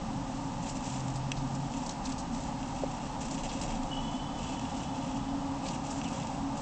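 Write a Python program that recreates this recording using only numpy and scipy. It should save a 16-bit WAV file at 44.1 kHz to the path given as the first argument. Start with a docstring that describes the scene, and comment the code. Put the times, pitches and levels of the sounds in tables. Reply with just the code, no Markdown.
"""Dwarf hamsters in their cage

Close to the microphone, two hamsters potter about: feet crush wood shavings, and claws tick and scrape
on a plastic hideout, which once bumps the floor. Behind them the room hums with a fan and far traffic.
Out in the street an engine speeds up and something, perhaps a brake, squeals with a flutter."""
import sys
import numpy as np
from scipy import signal
from scipy.fft import rfft, irfft
from scipy.io import wavfile

SR = 44100
rng = np.random.default_rng(int(sys.argv[2]) if len(sys.argv) > 2 else 0)


def store_pcm(level_fs):
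    """Save levels as 16-bit WAV."""
    pcm = np.round(np.clip(level_fs, -1, 1) * 32767).astype(np.int16)
    wavfile.write(sys.argv[1], SR, np.atleast_2d(pcm).T)


N = 291716
TIME = np.arange(N) / SR
FREQS = np.maximum(np.arange(N // 2 + 1) * SR / N, .1)


def from_db(db):
    """Decibels to gain."""
    return 10 ** (np.asarray(db) / 20)

def rms_one(x):
    """Scale to unit rms."""
    return x / np.sqrt(np.mean(x ** 2) + 1e-20)

def envelope(start, length, attack, release):
    """Rises over the attack, holds until the length is up, then falls over the release."""
    return np.clip((TIME - start) / attack, 0, 1) * np.clip(1 - (TIME - start - length) / release, 0, 1)

def colour(points):
    """Gain at every frequency from a short spectrum, falling steeply past its ends."""
    hz, db = np.transpose(points)
    ends = np.minimum(1, np.minimum(FREQS / hz[0], hz[-1] / FREQS)) ** 4
    return from_db(np.interp(np.log(FREQS), np.log(hz), db)) * ends

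def noise(gain):
    """Noise whose density per root Hz is the given gain."""
    return irfft(rfft(rng.standard_normal(N)) * gain, N) * np.sqrt(SR / 2)

def drift(rate_hz):
    """Smooth random wander of unit rms."""
    return rms_one(noise(1 / (1 + (FREQS / rate_hz) ** 2)))

def tone(hz):
    """A sine of unit rms along a pitch curve."""
    return np.sqrt(2) * np.sin(2 * np.pi * (np.cumsum(hz) / SR + rng.random()))

def ring(clicks, hz, t60_s):
    """Each click sets a damped sine ringing."""
    decay, step = from_db(-60 / (t60_s * SR)), 2 * np.pi * hz / SR
    return signal.lfilter([0, np.sin(step)], [1, -2 * decay * np.cos(step), decay ** 2], clicks + 1e-18)

def grains(per_s, spread_db):
    """Random tiny fractures of uneven size, at unit rms."""
    sizes = from_db(spread_db * np.minimum(rng.exponential(1, N), 4)) * rng.choice([-1, 1], N)
    return rms_one(sizes * (rng.random(N) < per_s / SR))


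# Resonances of the room around the cage: centre_hz, width_hz, level_db
ROOM_RESONANCES = [(137, 25, -61.5), (168, 20, -61.5), (191, 13, -63), (227.6, 17.6, -59.5),
                   (268, 25.4, -56.5), (316, 7.8, -66.5), (364, 24, -76.5), (538, 7.6, -66), (559, 37, -72),
                   (1184, 110, -76.5)]
def room_hum(gain_db=0.1):
    """Fan and street noise booms in the room's resonances."""
    power = sum(from_db(db) ** 2 / (1 + 2 * ((FREQS - hz) / width) ** 2) ** 2
                for hz, width, db in ROOM_RESONANCES)
    return from_db(gain_db) * noise(np.sqrt(power))

# Fan and street, well behind the cage: frequency_hz, level_db
RUSH_SPECTRUM = [(55, -68.5), (70, -66.5), (105, -69.5), (290, -72.5), (335, -82.5), (440, -79.5),
                 (640, -74.5), (720, -69), (850, -66), (950, -68.5), (1080, -78.5), (1280, -81.5),
                 (1500, -89)]
def fan_and_street(start_db=-1.47, rise_db_per_s=0.3456):
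    """A broad rush of fan and far traffic that slowly grows."""
    return from_db(start_db + rise_db_per_s * TIME) * noise(colour(RUSH_SPECTRUM))

# Low end of the building all around: frequency_hz, level_db
RUMBLE_SPECTRUM = [(18, -69.5), (23, -59), (28, -63), (34, -57.5), (43, -67), (55, -67.5), (80, -77)]
# Chance wavering of the rumble at the microphone: time_s, level_db
RUMBLE_LEVELS = [(0.05, -42), (0.39, -49), (1.92, -46), (1.95, -56), (2.1, -45), (2.74, -50), (3.86, -40),
                 (3.91, -47.5), (6.5, -51.5)]
def deep_rumble(swing=.7):
    """A deep rumble whose level wavers at random; swing scales the wavering."""
    waver_db = np.interp(TIME, *np.transpose(RUMBLE_LEVELS))
    return from_db(swing * (waver_db - waver_db.mean())) * noise(colour(RUMBLE_SPECTRUM))

# Room air at the microphone: frequency_hz, density_db_per_hz
HISS_SPECTRUM = [(1000, -91.5), (1650, -86.5), (2350, -90.5), (2650, -86.5), (3100, -89), (3700, -90.5),
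                 (4700, -91.5), (5400, -90), (7900, -92.5), (8500, -96.5)]
def air_hiss():
    """The air gives a thin, steady hiss."""
    return noise(colour(HISS_SPECTRUM))

# Engines far off in the street: start_s, length_s, pitch_hz, climb_hz_per_s, level_db
ENGINE_NOTES = [(0, .85, 116.9, 12, -46.5), (.87, .7, 128, 11, -38.5), (5.03, 0.59, 273, 5, -41),
                (5.9, 0.14, 272, -0.5, -42), (6.32, 0.15, 276, -1, -37.5)]
def engines(waver_db=0.4):
    """Only one low note of each engine comes through the walls."""
    out = np.zeros(N)
    for start, length, hz, climb, db in ENGINE_NOTES:
        swell = envelope(start, length, attack=.12, release=.15)
        out += swell * from_db(db + waver_db * drift(6)) * tone(hz + climb * (TIME - start))
    return out

def street_squeal(start_s=3.9, settled_hz=3016, climb_hz=68, settle_s=.15, flutter_hz=53):
    """Two fluttering tones outside; echoes smear them more after the first burst, the upper one most."""
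    age = np.maximum(TIME - start_s, 0)
    hz = settled_hz - climb_hz * np.exp(-(age / settle_s) ** 2)
    burst = envelope(start_s, length=.075, attack=.02, release=.04)
    waver_db = 1.5 * (1 - burst) * drift(8)
    main_db = -50 + 8.5 * burst - 11 * age + waver_db   # a loud burst, then a fading tail
    upper_db = -55.5 - 8.5 * age
    depth = .7 + .2 * burst
    wobble = tone(flutter_hz * (1 + .06 * drift(10))) / np.sqrt(2)
    flutter = (1 + depth * wobble) / np.sqrt(1 + depth ** 2 / 2)
    out = np.zeros(N)
    for pitch, db, direct in ((hz, main_db, depth), (hz * 1.127, upper_db, depth / 2)):
        echoes = (drift(35) * tone(pitch) + drift(35) * tone(pitch + 12 * drift(19.5))) / np.sqrt(2)
        out += from_db(db) * (direct * flutter * tone(pitch) + np.sqrt(1 - direct ** 2) * echoes)
    return envelope(start_s, length=1.6, attack=.02, release=.04) * out

# Bright modes of the hideout, close to the microphone: pitch_hz, level_db, t60_s
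SHELL_MODES = [(1660, -15, 0.016), (2240, -11.5, .015), (2596, -8, 0.033), (2827, -4.5, 0.018),
               (3290, -9.5, 0.029), (3910, -13.5, .015), (4970, -13.5, .014), (5700, -12, 0.02),
               (6130, -11.5, .012), (7500, -15.5, 0.011)]
def hideout_ring(push):
    """The plastic shell rings in all its modes, alternating in sign."""
    return sum((-1) ** k * from_db(db) * ring(push, hz, t60)
               for k, (hz, db, t60) in enumerate(SHELL_MODES))

# Low modes of the hideout where it stands: pitch_hz, level_db, t60_s
BOOM_MODES = [(430, -25, .02), (559, 2, 0.026), (685, -7, 0.016)]
def hideout_boom(push):
    """The hideout as a whole booms on the cage floor."""
    return sum(from_db(db) * ring(push, hz, t60) for hz, db, t60 in BOOM_MODES)

# Knocks on the cage floor, close by: start_s, push_db
FLOOR_BUMPS = [(2.8356, -21), (2.843, -33)]
def hideout_bump(soft_hz=1000):
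    """A hamster's soft body drops off the doorway and the hideout bumps the floor dully."""
    clicks = np.zeros(N)
    for start, db in FLOOR_BUMPS:
        clicks[round(start * SR)] = from_db(db)
    soft_body = signal.butter(2, soft_hz, fs=SR, output="sos")
    return hideout_boom(signal.sosfilt(soft_body, -clicks + 1e-18))

def paw_slip(start_s=6.04, length_s=.038, top_hz=3420, fall_hz_per_s=23000, level_db=-47):
    """A paw sticks and slips down the plastic with a rough, falling squeak."""
    hz = top_hz - fall_hz_per_s * np.clip(TIME - start_s, 0, length_s)
    level = from_db(level_db) * envelope(start_s, length_s, attack=.005, release=.005)
    roughness = from_db(3 * drift(300))
    jitter = 1 + .0634 * drift(592)
    return level * rms_one(roughness * tone(hz * jitter))

# Single paw strokes, close by: start_s, level_db, length_s, centre_hz
PAW_STROKES = [(0.368, -52, 0.014, 6000), (0.664, -49, .015, 3200), (0.691, -43, 0.028, 6300),
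               (0.86, -47, 0.023, 7000), (1.154, -44.5, 0.02, 6000), (1.364, -46, 0.028, 4500),
               (1.548, -47, .015, 6000), (1.861, -39.5, .011, 6200), (1.892, -33, 0.0063, 5300),
               (1.905, -44, 0.021, 5500), (2.051, -40.5, 0.019, 5500), (2.118, -40.5, .011, 5350),
               (2.178, -43, 0.034, 6000), (3.204, -44.5, .018, 7000), (3.25, -47, .022, 6500),
               (3.308, -42.5, .01, 6200), (3.341, -44, 0.0134, 7040), (3.488, -46, 0.028, 3800),
               (3.612, -39, 0.021, 6400), (4.765, -47, .025, 6000), (5.656, -42.5, 0.017, 2900),
               (5.676, -42.5, 0.025, 4900), (5.903, -41, 0.029, 7000), (6.224, -47, .012, 3000)]
def paw_scrapes(width_octaves=0.99):
    """Each scrape is a short dense run of fractures that starts fast and dies away."""
    out, fractures = np.zeros(N), grains(per_s=6300, spread_db=1.5)
    for start, db, length, hz in PAW_STROKES:
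        span = slice(int(start * SR), int((start + .15) * SR))
        progress = np.maximum(TIME[span] - start, 0) / length
        stroke = (1 - np.exp(-progress * 12)) * np.exp(-progress ** 2)
        edges_hz = hz * 2 ** (np.array([-.5, .5]) * width_octaves)
        band = signal.butter(2, edges_hz, "band", fs=SR, output="sos")
        out[span] += from_db(db) * stroke * rms_one(signal.sosfilt(band, fractures[span]))
    return out

# Crushed wood shavings at close range: frequency_hz, level_db
SHAVINGS_SPECTRUM = [(1200, -17), (2200, -4), (3600, -4.5), (4800, -4.5), (5500, -1.5), (6000, 1.5),
                     (6500, -0.5), (7300, 4), (7850, -1.5), (8600, -2.5)]
# Movement in the bedding by the microphone: start_s, length_s, level_db, wall_db, rocking_db
# The last two, relative to the rustle, are the hideout being rubbed and rocked.
BEDDING_BOUTS = [(0.258, .34, -58.5, -10, -8), (.61, .36, -47.5, -10, -7), (0.974, 0.19, -53, -10, -3),
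                 (1.35, 0.37, -57, -12, -8), (1.712, 0.22, -53.5, -8, -12), (2.025, 0.088, -48.5, -10, -9),
                 (2.312, 0.18, -51.5, -12, -3), (2.565, 0.57, -55, -3, -2), (3.187, .22, -47, -8, -4),
                 (3.42, .23, -47.5, -3, 0.5), (3.658, .11, -51, -1, 0), (3.81, 0.36, -58, -2, -6),
                 (4.358, 0.18, -52, -1.5, -2), (4.597, 0.247, -53, -2, -4.5), (4.923, 0.25, -54, -1.5, -7),
                 (5.618, .13, -48, -3, -4), (5.827, .16, -48, -8, -4), (6.016, 0.21, -48.5, -3, -1.5),
                 (6.258, 0.1, -54.5, -2, 0), (6.547, .06, -47.5, -9, -6)]
def bedding_rustle(gain_db=-0.82, crushes_per_s=200, crush_s=.004, sliding=0.23, uneven_db=1.1):
    """Shavings give way in sudden little crushes underfoot; part of the rubbing drives the hideout."""
    onsets = (rng.random(N) < crushes_per_s / SR) * rng.uniform(.5, 1, N)
    crushes = signal.lfilter([1], [1, -np.exp(-1 / (crush_s * SR))], onsets + 1e-18)
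    paw_weight = from_db(uneven_db * drift(13))
    effort = from_db(gain_db) * rms_one((sliding + np.sqrt(crushes)) * paw_weight)
    fractures = grains(per_s=6000, spread_db=2.0)
    flakes = rms_one(irfft(rfft(fractures) * colour(SHAVINGS_SPECTRUM), N))
    rubs = grains(per_s=2500, spread_db=2.0)
    wall, rocking = rms_one(hideout_ring(rubs)), rms_one(hideout_boom(rubs))
    out = np.zeros(N)
    for start, length, db, wall_db, rocking_db in BEDDING_BOUTS:
        bout = from_db(db) * envelope(start, length, attack=.025, release=.05)
        out += bout * (flakes + from_db(wall_db) * wall + from_db(rocking_db) * rocking)
    return effort * out

# Claws on the plastic, right by the microphone: start_s, level_db, hardness_db
CLAW_STRIKES = [(1.004, -44, 10), (1.0814, -42, 11), (1.3169, -21.5, -3), (1.7375, -37, 0),
                (2.0706, -40, 6), (2.1215, -42, 8), (2.6285, -37, -1), (3.283, -44, 6), (3.379, -36, -1.5),
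                (3.452, -41, 0), (3.514, -35, 0), (3.6125, -36, -2), (3.754, -39, -2), (3.832, -44, 11),
                (4.594, -38, 4), (5.686, -34.5, 6), (5.9575, -50, 10), (6.014, -31.5, -10),
                (6.27, -42.5, 12)]
def claw_taps(crack_s=0.003, crack_db=-8):
    """A claw lands with a brief crack, louder for a harder tap, and sets the shell ringing."""
    clicks, cracks = np.zeros(N), np.zeros(N)
    for start, db, hardness_db in CLAW_STRIKES:
        at = round(start * SR)
        clicks[at] = from_db(db)
        decay = np.exp(-np.minimum(TIME[:N - at] / crack_s, 20))
        cracks[at:] += from_db(db + hardness_db + crack_db) * decay
    return hideout_ring(clicks) + cracks * rms_one(noise(colour(SHAVINGS_SPECTRUM)))


def scene():
    """One microphone close to the cage, with the room and the street behind it."""
    room = room_hum() + fan_and_street() + deep_rumble() + air_hiss()
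    street = engines() + street_squeal()
    cage = bedding_rustle() + paw_scrapes() + claw_taps() + hideout_bump() + paw_slip()
    return (room + street + cage)[None]

def record(dry):
    """The microphone's signal is cut steeply above 8250 Hz."""
    return signal.sosfilt(signal.butter(36, 8250, fs=SR, output="sos"), dry)


dry = scene()
out = record(dry)
store_pcm(out)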